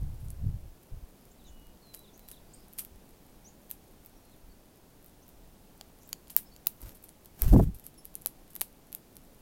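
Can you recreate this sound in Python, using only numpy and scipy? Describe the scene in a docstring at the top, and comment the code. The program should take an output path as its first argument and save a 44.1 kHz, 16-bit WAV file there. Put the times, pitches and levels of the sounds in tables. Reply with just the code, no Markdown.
"""Songbirds cracking seeds in snow

Close by on a stone ledge, bills grip and crack seeds: damped shell and bill resonances, excited by impulses.
Scattered bits rustle as random contacts; a wall echo and a diffuse tail answer every sound of the ledge.
Wind and a bird flying past press turbulent eddies on the microphone; fluttering feathers hiss as dense grains.
Further off, other birds sing frequency-modulated near-sines over shaped noise of traffic, hiss and breeze."""
import sys
import numpy as np
from scipy import signal
from scipy.fft import rfft, irfft
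from scipy.io import wavfile
from scipy.ndimage import uniform_filter1d

SR = 44100
rng = np.random.default_rng(int(sys.argv[2]) if len(sys.argv) > 2 else 0)


def dump(signal):
    """Clip the signal to [-1, 1] and save it as 16-bit WAV at the path in sys.argv[1]."""
    limited = np.clip(np.atleast_2d(signal).T, -1, 1)
    pcm = np.round(limited * 32767).astype(np.int16)
    wavfile.write(sys.argv[1], SR, pcm)


N = 414981
TIME = np.arange(N) / SR  # s


def undb(db):
    """Amplitude ratio: 20 dB is a factor of ten."""
    return 10 ** (np.asarray(db) / 20)


def unit(x):
    """Power normalization: scale to rms 1."""
    return x / np.sqrt(np.mean(x ** 2))


def unit_energy(x):
    """Energy normalization: scale the sum of squares to 1."""
    return x / np.sqrt(np.sum(x ** 2))


def add(out, s, x):
    """Superposition: mix x into out from time s on."""
    start = int(s * SR)
    x, start = x[max(-start, 0):], max(start, 0)
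    out[start:start + len(x)] += x[:max(N - start, 0)]


def decay(t, t60):
    """Exponential decay: the level falls by 60 dB in t60 seconds."""
    return np.exp(-np.log(1000) * t / t60)


def spectrum_gain(points, size):
    """Spectral envelope: (Hz, dB) points joined over log frequency, as gain on the transform's bins."""
    hz, db = np.transpose(points)
    bins_hz = np.fft.rfftfreq(size, 1 / SR)
    return undb(np.interp(np.log(bins_hz + 1), np.log(hz), db))


def colour(x, points):
    """Linear filtering: weight x by a (Hz, dB) spectrum, then scale to rms 1."""
    return unit(irfft(rfft(x) * spectrum_gain(points, len(x)), len(x)))


def impulse(gain):
    """Minimum phase: folding the cepstrum gives the sharpest causal response with this gain."""
    cepstrum = irfft(np.log(gain))
    half = len(cepstrum) // 2
    cepstrum[1:half] *= 2
    cepstrum[half + 1:] = 0
    return irfft(np.exp(rfft(cepstrum)))


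def walk(rate):
    """Low-pass random fluctuation: held random steps, smoothed twice, at rms 1."""
    hold = int(SR / rate)
    steps = np.repeat(rng.standard_normal(N // hold + 1), hold)[:N]
    return unit(uniform_filter1d(uniform_filter1d(steps, hold), hold))


def grains(size, rate, spread_db):
    """Shot noise: tiny contacts at random moments, a few much harder than the rest."""
    hardness = undb(spread_db * np.minimum(rng.exponential(size=size), 4))
    contact = rng.random(size) < rate / SR
    return contact * rng.standard_normal(size) * hardness


# Spectrum of the steady background. Each row: frequency in Hz, relative density in dB per Hz.
GARDEN = [(12, -7.5), (25, 2), (60, -8), (110, -10.5), (180, -8), (280, -10.5), (450, -15), (780, -18.5),
          (1150, -25.5), (1900, -29.5), (4000, -31.5), (8000, -33), (13000, -30.5), (16000, -31.5)]
GARDEN_DB = -56.5


def garden(sway_db=0.35, breeze_db=-71, gusty_db=1.5):
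    """Stationary noise, slowly modulated: far traffic and microphone hiss, over a light uneven breeze."""
    bed = colour(rng.standard_normal(N), GARDEN) * undb(GARDEN_DB + sway_db * walk(2.24))
    breeze_spectrum = [(10, 1), (30, -12.0), (80, -12.0), (200, -30), (1000, -83)]
    breeze = colour(rng.standard_normal(N), breeze_spectrum)
    return bed + breeze * undb(breeze_db + gusty_db * walk(3.2))


def yard(x, wall_s=0.0085, wall_db=-27, tail_db=-25, t60=0.21, size=16384):
    """Reflection and reverberation: one echo off the brick wall, then a scattered tail, short over the snow."""
    t = np.arange(size) / SR
    late = np.maximum(t - wall_s, 0)
    scatter = unit_energy(rng.standard_normal(size) * (t > wall_s) * decay(late, t60))
    wall = unit_energy(rng.standard_normal(size) * (t > wall_s) * np.exp(-late / 0.00084))
    return signal.fftconvolve(x, undb(wall_db) * wall + undb(tail_db) * scatter)[:N]


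def progress(length_s):
    """Normalized time: 0 to 1 over the length of a note."""
    return np.linspace(0, 1, int(length_s * SR))


def note(hz, rough, octave_db=-30, waver=0.0568, buzz_hz=900):
    """Frequency modulation: a near-sine follows a pitch curve, at rms 1; roughness makes the pitch buzz."""
    buzz = 1 + waver * rough * walk(buzz_hz)[:len(hz)]
    phase = 2 * np.pi * np.cumsum(hz * buzz) / SR
    swell = np.tanh(2 * np.sin(np.linspace(0, np.pi, len(hz))))
    return unit((np.sin(phase) + undb(octave_db) * np.sin(2 * phase)) * swell)


# Held whistles, most settling from above. Each row: start in seconds, length in seconds, settled pitch in Hz,
# starting excess as a share of the pitch, level in dB at mid-note.
WHISTLES = [(1.44, .3, 2887, .06, -76.5), (1.812, 0.23, 3920, 0.15, -67.5),
            (2.182, 0.23, 3980, 0.0205, -74.5), (4.206, 0.16, 4220, 0, -83)]
SETTLE_S, WHISTLE_FADE_DB_S = 0.062, 12
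# Quick falling notes, mostly in pairs. Each row: start in seconds, length in seconds, level in dB.
SLURS = [(1.382, 0.053, -73), (1.441, .055, -67), (2.035, 0.032, -66.5), (2.067, 0.037, -68),
         (2.328, 0.021, -63), (2.357, 0.03, -67), (4.32, .034, -73)]
SLUR_FROM_HZ, SLUR_TO_HZ, SLUR_ROUGH = 4080, 3230, .45
# Rising or level chips and buzzes. Each row: start in seconds, length in seconds, middle pitch in Hz,
# rise in octaves, level in dB, roughness as a plain factor.
CHIRPS = [ (1.312, 0.014, 7200, .3, -65, .2), (1.458, .05, 6600, 0.21, -67, 1.1),
          (2.132, .04, 6440, .23, -66, 0.7), (2.470, 0.2, 4920, 0.09, -74, 1.04),
          (2.533, 0.019, 8170, 0.59, -55.5, .8), (3.443, .054, 6420, 0.42, -59.5, 0.24),
          (4.16, .024, 5680, 0.087, -73, .4), (4.49, .042, 4500, 0.024, -75, .3),
          (5.22, 0.0214, 6200, 0.25, -69, .7), (6, 0.087, 6800, .28, -70, 1.4),
          (6.455, .036, 5220, 0.03, -69, 0.46), (6.513, 0.034, 4450, 0, -68, 0.6)]
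CHIRP_ARCH = 0.39  # the rise slows towards the end
# One short sinking peep.
PEEP_S, PEEP_LENGTH_S, PEEP_HZ, PEEP_SINK_HZ, PEEP_DB = 7.976, 0.023, 5500, 230, -58


def chirps(trees_db=-6, t60=0.23, size=16384):
    """Pitch glides and diffuse scattering: whistles, falling notes and chips, smeared by the trees."""
    out = np.zeros(N)
    for s, length, hz, excess, db in WHISTLES:
        t = length * progress(length)
        pitch = hz * (1 + excess * np.exp(-t / SETTLE_S))
        fade = undb(db - WHISTLE_FADE_DB_S * (t - length / 2))
        add(out, s, fade * note(pitch, rough=0.12))
    for s, length, db in SLURS:
        pitch = SLUR_FROM_HZ + (SLUR_TO_HZ - SLUR_FROM_HZ) * progress(length) ** 1.25
        add(out, s, undb(db) * note(pitch, SLUR_ROUGH))
    for s, length, hz, rise, db, rough in CHIRPS:
        u = progress(length) - .5
        pitch = hz * 2 ** (rise * (u - CHIRP_ARCH * u ** 2))
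        add(out, s, undb(db) * note(pitch, rough))
    peep_pitch = PEEP_HZ - PEEP_SINK_HZ * progress(PEEP_LENGTH_S)
    # the octave is stronger than the fundamental
    add(out, PEEP_S, undb(PEEP_DB) * note(peep_pitch, rough=0.17, octave_db=3))
    trees = unit_energy(rng.standard_normal(size) * decay(np.arange(size) / SR, t60))
    return out + undb(trees_db) * signal.fftconvolve(out, trees)[:N]


def buffets(eddies, slope=3.86, tilt=0.63, largest=0.12, size=16384):
    """Turbulent pressure: each eddy (s, half length s, dB, corner Hz) is a swell of random-phase swirls."""
    out, hz = np.zeros(N), np.fft.rfftfreq(size, 1 / SR)
    t = (np.arange(size) - size // 2) / SR
    for s, half_s, db, corner_hz in eddies:
        pace = hz / corner_hz  # faster air moves the band of swirls up
        large_swirls = pace ** (2 - tilt) / (pace ** 2 + largest ** 2)  # big slow swirls carry the most
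        gain = large_swirls / np.sqrt(1 + pace ** (2 * slope))
        swirl = irfft(gain * np.exp(2j * np.pi * rng.random(len(hz))))
        eddy = unit_energy(swirl * np.exp(-.5 * (t / (0.94 * half_s)) ** 2))
        # the level is the rms over two half lengths
        add(out, s + t[0], eddy * undb(db) * np.sqrt(2 * half_s * SR))
    return out


def eddy_train(curve, count, fill):
    """Sampling a flow curve: successive eddies as rows (s, half length s, the curve's values)."""
    s, *columns = np.transpose(curve)
    times, step = np.linspace(s[0], s[-1], count, retstep=True)
    return [(at, step * fill, *(np.interp(at, s, column) for column in columns)) for at in times]


# The opening gust at the microphone. Each row: time in seconds, level in dB.
GUST = [(0.0, -39), (0.016, -29), (0.202, -44.5), (0.242, -35.5), (0.33, -40), (0.348, -47), (0.478, -24),
        (0.518, -38), (0.54, -32.5), (0.612, -48), (0.632, -41), (0.75, -54)]
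# Lone puffs of wind. Each row: middle in seconds, half length in seconds, level in dB.
PUFFS = [(0.936, 0.011, -35.5), (0.972, 0.015, -42), (1.035, 0.01, -39), (1.582, 0.18, -53),
         (2.942, 0.023, -52), (4.467, 0.052, -51.5), (5.415, 0.06, -55), (6.853, 0.027, -43)]
# Stronger wind swirls faster: corner at the reference level, dB for each doubling of the corner.
WIND_HZ, WIND_REF_DB, WIND_DOUBLING_DB = 130, -35.5, 20


def wind(gain_db=0):
    """Flow speed scaling: a gust and lone puffs hit the microphone, brighter the stronger they are."""
    eddies = []
    for s, half_s, db in eddy_train(GUST, count=33, fill=0.41) + PUFFS:
        corner_hz = WIND_HZ * 2 ** ((db - WIND_REF_DB) / WIND_DOUBLING_DB)
        eddies.append((s, half_s, db + gain_db, corner_hz))
    return buffets(eddies)


# Draught of the bird passing the microphone. Each row: time in seconds, level in dB, corner in Hz.
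DRAUGHT = [(7.44, -21.5, 45), (7.455, -14, 48), (7.475, -28.5, 210), (7.503, -23.5, 75), (7.527, -9.5, 105),
           (7.542, -13.5, 342), (7.565, -12.5, 294), (7.6, -18.5, 300), (7.625, -19.5, 272),
           (7.655, -31, 135), (7.68, -23, 221), (7.71, -41.5, 120), (7.755, -42, 100)]
# Its closest wing strokes. Each row: middle in seconds, half length in seconds, level in dB.
STROKES = [(7.54, 0.0086, -30), (7.564, 0.0028, -24.5), (7.6, .0049, -23)]
STROKE_HZ = 760  # corner


def fly_past():
    """Displaced air and wake: a slow push ahead of the bird, slaps of its wings, then a dying wake."""
    slaps = [(s, half_s, db, STROKE_HZ) for s, half_s, db in STROKES]
    return buffets(eddy_train(DRAUGHT, count=16, fill=.42)) + buffets(slaps, largest=.45)


# Spectrum of scraping feathers. Each row: frequency in Hz, relative density in dB per Hz.
WING = [(300, 11.5), (1500, -1.5), (4000, -6.5), (7500, -4), (11000, -2.5), (14000, 3), (16000, -7.5)]
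# Bouts of fluttering. Each row: peak time in seconds, hold in seconds, peak level in dB before the wing beat.
FLUTTERS = [(6.832, 0.074, -52), (7.427, 0.21, -42)]
FLUTTER_RISE_DB_S, FLUTTER_SAG_DB_S, FLUTTER_FALL_DB_S = 328, 44.5, 300  # the fall adds to the sag


def wings(beat_hz=21, depth_db=3, rate=5000):
    """Amplitude-modulated friction noise: each flutter rises, sags and stops, swelling with each wing beat."""
    effort = np.zeros(N)
    for s, hold_s, db in FLUTTERS:
        t = TIME - s
        rise_and_sag = np.minimum(FLUTTER_RISE_DB_S * t, -FLUTTER_SAG_DB_S * t)
        fall = FLUTTER_FALL_DB_S * np.maximum(t - hold_s, 0)
        effort += undb(db + rise_and_sag - fall)
    barbs = colour(grains(N, rate, spread_db=2.2), WING)
    beat = undb(depth_db * np.sin(2 * np.pi * beat_hz * TIME))
    return effort * beat * barbs


# Spectrum of seeds and husks touching. Each row: frequency in Hz, relative density in dB per Hz.
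SEED = [(300, -33), (1200, -16), (3200, -11), (5500, -11), (7000, -11), (9000, -2.5), (13000, 2.5),
        (16000, -13)]


def nibbling(rate=25, spread_db=1, level_db=-76):
    """Sparse shot noise: faint ticks of husks rolled in the bills further along the ledge."""
    return undb(level_db) * colour(grains(N, rate, spread_db), SEED)


# Loose seed shifting under a bill or a foot. Each row: start in seconds, level in dB before gain and settling.
RUSTLES = [(0.203, -62), (0.244, -60), (1.947, -51), (2.288, -52), (2.314, -51.5), (2.778, -49),
           (2.785, -34), (3.711, -51), (6.302, -47), (6.373, -38), (6.947, -54.5), (7.037, -53.5),
           (7.616, -55), (7.744, -52), (7.839, -53), (7.861, -55), (8.502, -57), (8.617, -43.5)]
# Bits of shell scatter after a crack: level after a 0 dB ring (before the gain), dB per dB of ring.
SCATTER_DB, SCATTER_SLOPE = -48, 0.51
# Harder cracks throw the bits further: time in the air after a 0 dB ring, dB for each doubling.
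FLIGHT_S, FLIGHT_DOUBLING_DB = 0.0064, 12


def loose_seed(t60=0.13, rise_s=0.0006, rate=12000, gain_db=1.5, size=8192):
    """Dense granular collisions: seeds stirred by a bird or by flying bits jostle each other, then settle."""
    out, t = np.zeros(N), np.arange(size) / SR
    settle = (1 - np.exp(-t / rise_s)) * decay(t, t60)
    scatters = []
    for s, ring_db, _, _ in CRACKS:
        landing_s = s + FLIGHT_S * 2 ** (ring_db / FLIGHT_DOUBLING_DB)
        scatters.append((landing_s, SCATTER_DB + SCATTER_SLOPE * ring_db))
    for s, db in RUSTLES + scatters:
        contacts = colour(grains(size, rate, spread_db=1), SEED)
        add(out, s, undb(db + gain_db) * settle * contacts)
    return out


# A bill knocking on a hard seed or the stone. Each row: start in seconds, energy in dB,
# brightness in dB per octave.
TAPS = [(1.774, -41, -9), (1.942, -26.5, -5), (5.8116, -19.5, -6.5), (6.1293, -18.5, 2), (6.1302, -8, 2),
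        (6.273, -36, -7), (6.299, -29, -6), (6.5637, -28, 3)]
# Modes of the bill. Each row: frequency in Hz before detuning, relative level in dB before the brightness,
# t60 in seconds.
BILL = [(780, -15.5, 0.012), (1560, -19, 0.008), (2470, -15, .005), (3130, 1, 0.0065), (4580, 10, 0.0041),
        (6960, 9, 0.0052), (9900, 1, 0.0061), (12600, 10, 0.0026)]


def tapping(detune=.02, size=512):
    """Modal synthesis: damped modes of the bill, detuned as every tap meets it at another spot."""
    out, t = np.zeros(N), np.arange(size) / SR
    hz, db, t60 = np.transpose(BILL)[:, :, None]
    for s, energy_db, bright_db in TAPS:
        phase = 2 * np.pi * hz * (1 + detune * rng.standard_normal(hz.shape)) * t
        modes = undb(db + bright_db * np.log2(hz)) * np.cos(phase) * decay(t, t60)
        add(out, s, undb(energy_db) * unit_energy(modes.sum(0)))
    return out


# Spectrum of the knock on the bill. 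Each row: frequency in Hz, relative density in dB per Hz.
KNOCK = [(200, -2), (600, 0), (1700, -3), (2600, -2.5), (4200, -1), (5500, -4.5), (7000, -3), (10000, -4),
         (16000, 3)]


def crack(ring_db, ring_hz, knock_db, width_hz=4700, skirt=1.13, deep_hz=360, hard_db=-9,
          splinter=0.11, splinter_s=0.00086, size=512):
    """Impulse excitation: a fracture and its splinters ring the shell for a few cycles and knock on the bill."""
    t, hz = np.arange(size) / SR, np.fft.rfftfreq(size, 1 / SR)
    shell = impulse(1 / (1 + (2 * (hz - ring_hz) / width_hz) ** 2) ** skirt)
    # only a hard crack moves the whole bill
    lowest_hz = np.clip(deep_hz * undb(hard_db - knock_db), deep_hz, 1800)
    bill = impulse(spectrum_gain(KNOCK, size) / np.sqrt(1 + (lowest_hz / (hz + 20)) ** 4))
    force = splinter * rng.standard_normal(size) * np.exp(-t / splinter_s)
    force[0] = 1  # the fracture itself
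    ring = undb(ring_db) * unit_energy(np.convolve(force, shell))
    knock = undb(knock_db) * unit_energy(np.convolve(force, bill))
    return ring + knock


# Shells cracking in a bill. Each row: start in seconds, shell ring energy in dB, shell ring frequency in Hz,
# knock energy in dB.
CRACKS = [ (0.3043, -22, 10100, -41), (1.9469, -20.5, 12000, -22), (1.9925, -29, 11500, -47),
          (2.1942, -36, 13300, -31), (2.287, -28, 12900, -25.5), (2.315, -22.5, 11000, -25.5),
          (2.735, -26, 12400, -45), (2.7869, -28, 11500, -15.5), (2.7933, -13.5, 9900, -38),
          (2.8495, -22, 13200, -28.5), (3.704, -23, 14100, -26), (3.7124, -11, 12500, -22),
          (4.061, -25.5, 14500, -33), (5.062, -31, 13400, -45), (5.2907, -32, 15300, -35),
          (6.092, -26, 14500, -32), (6.303, -26, 11900, -22), (6.365, 8.5, 14100, -5),
          (6.6693, -11, 10900, -14), (6.6701, 3.5, 15200, -5), (6.817, -23.5, 12600, -40),
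          (6.893, -30, 12300, -26), (7.041, -24.5, 13060, -41), (7.0915, -28, 10200, -30),
          (7.2587, -29, 13200, -29), (7.42, .5, 12800, -13), (7.7974, -28.5, 12800, -33),
          (7.8662, -17, 11900, -35), (8.054, -18.5, 12700, -29), (8.1539, -11, 12000, -33),
          (8.2201, -26, 11300, -51), (8.2606, -2.5, 12200, -6.5), (8.2713, -12, 11100, -39),
          (8.5538, -16, 12700, -27), (8.563, -19, 12500, -17), (8.6108, -4.5, 11200, -17.5),
          (8.6157, -9, 12100, -2.5), (8.928, -18.5, 12100, -22.5), (8.9494, -10, 12250, -22),
          (9.1678, -26, 12100, -25.5)]
# The bill grips each seed just before it cracks: ring and knock energy, longest lead.
GRIP_RING_DB, GRIP_KNOCK_DB, GRIP_LEAD_S = -34, -41, .022


def cracking():
    """Paired impulses: the nearest birds grip each seed lightly, then crack it."""
    out = np.zeros(N)
    for s, ring_db, ring_hz, knock_db in CRACKS:
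        lead_s = GRIP_LEAD_S * rng.uniform(.2, 1)
        add(out, s - lead_s, crack(GRIP_RING_DB, ring_hz, GRIP_KNOCK_DB))
        add(out, s, crack(ring_db, ring_hz, knock_db))
    return out


def scene():
    """Superposition: the ledge, its reflections, the moving air and the garden, in one channel."""
    ledge = wings() + nibbling() + loose_seed() + tapping() + cracking()
    surroundings = garden() + yard(ledge) + chirps()
    return (surroundings + wind() + fly_past() + ledge)[None]


def record(dry, top_hz=16100):
    """Band limiting: a steep elliptic low-pass cuts the top of the treble."""
    return signal.sosfilt(signal.ellip(10, .2, 80, top_hz, fs=SR, output="sos"), dry)


dry = scene()
out = record(dry)
dump(out)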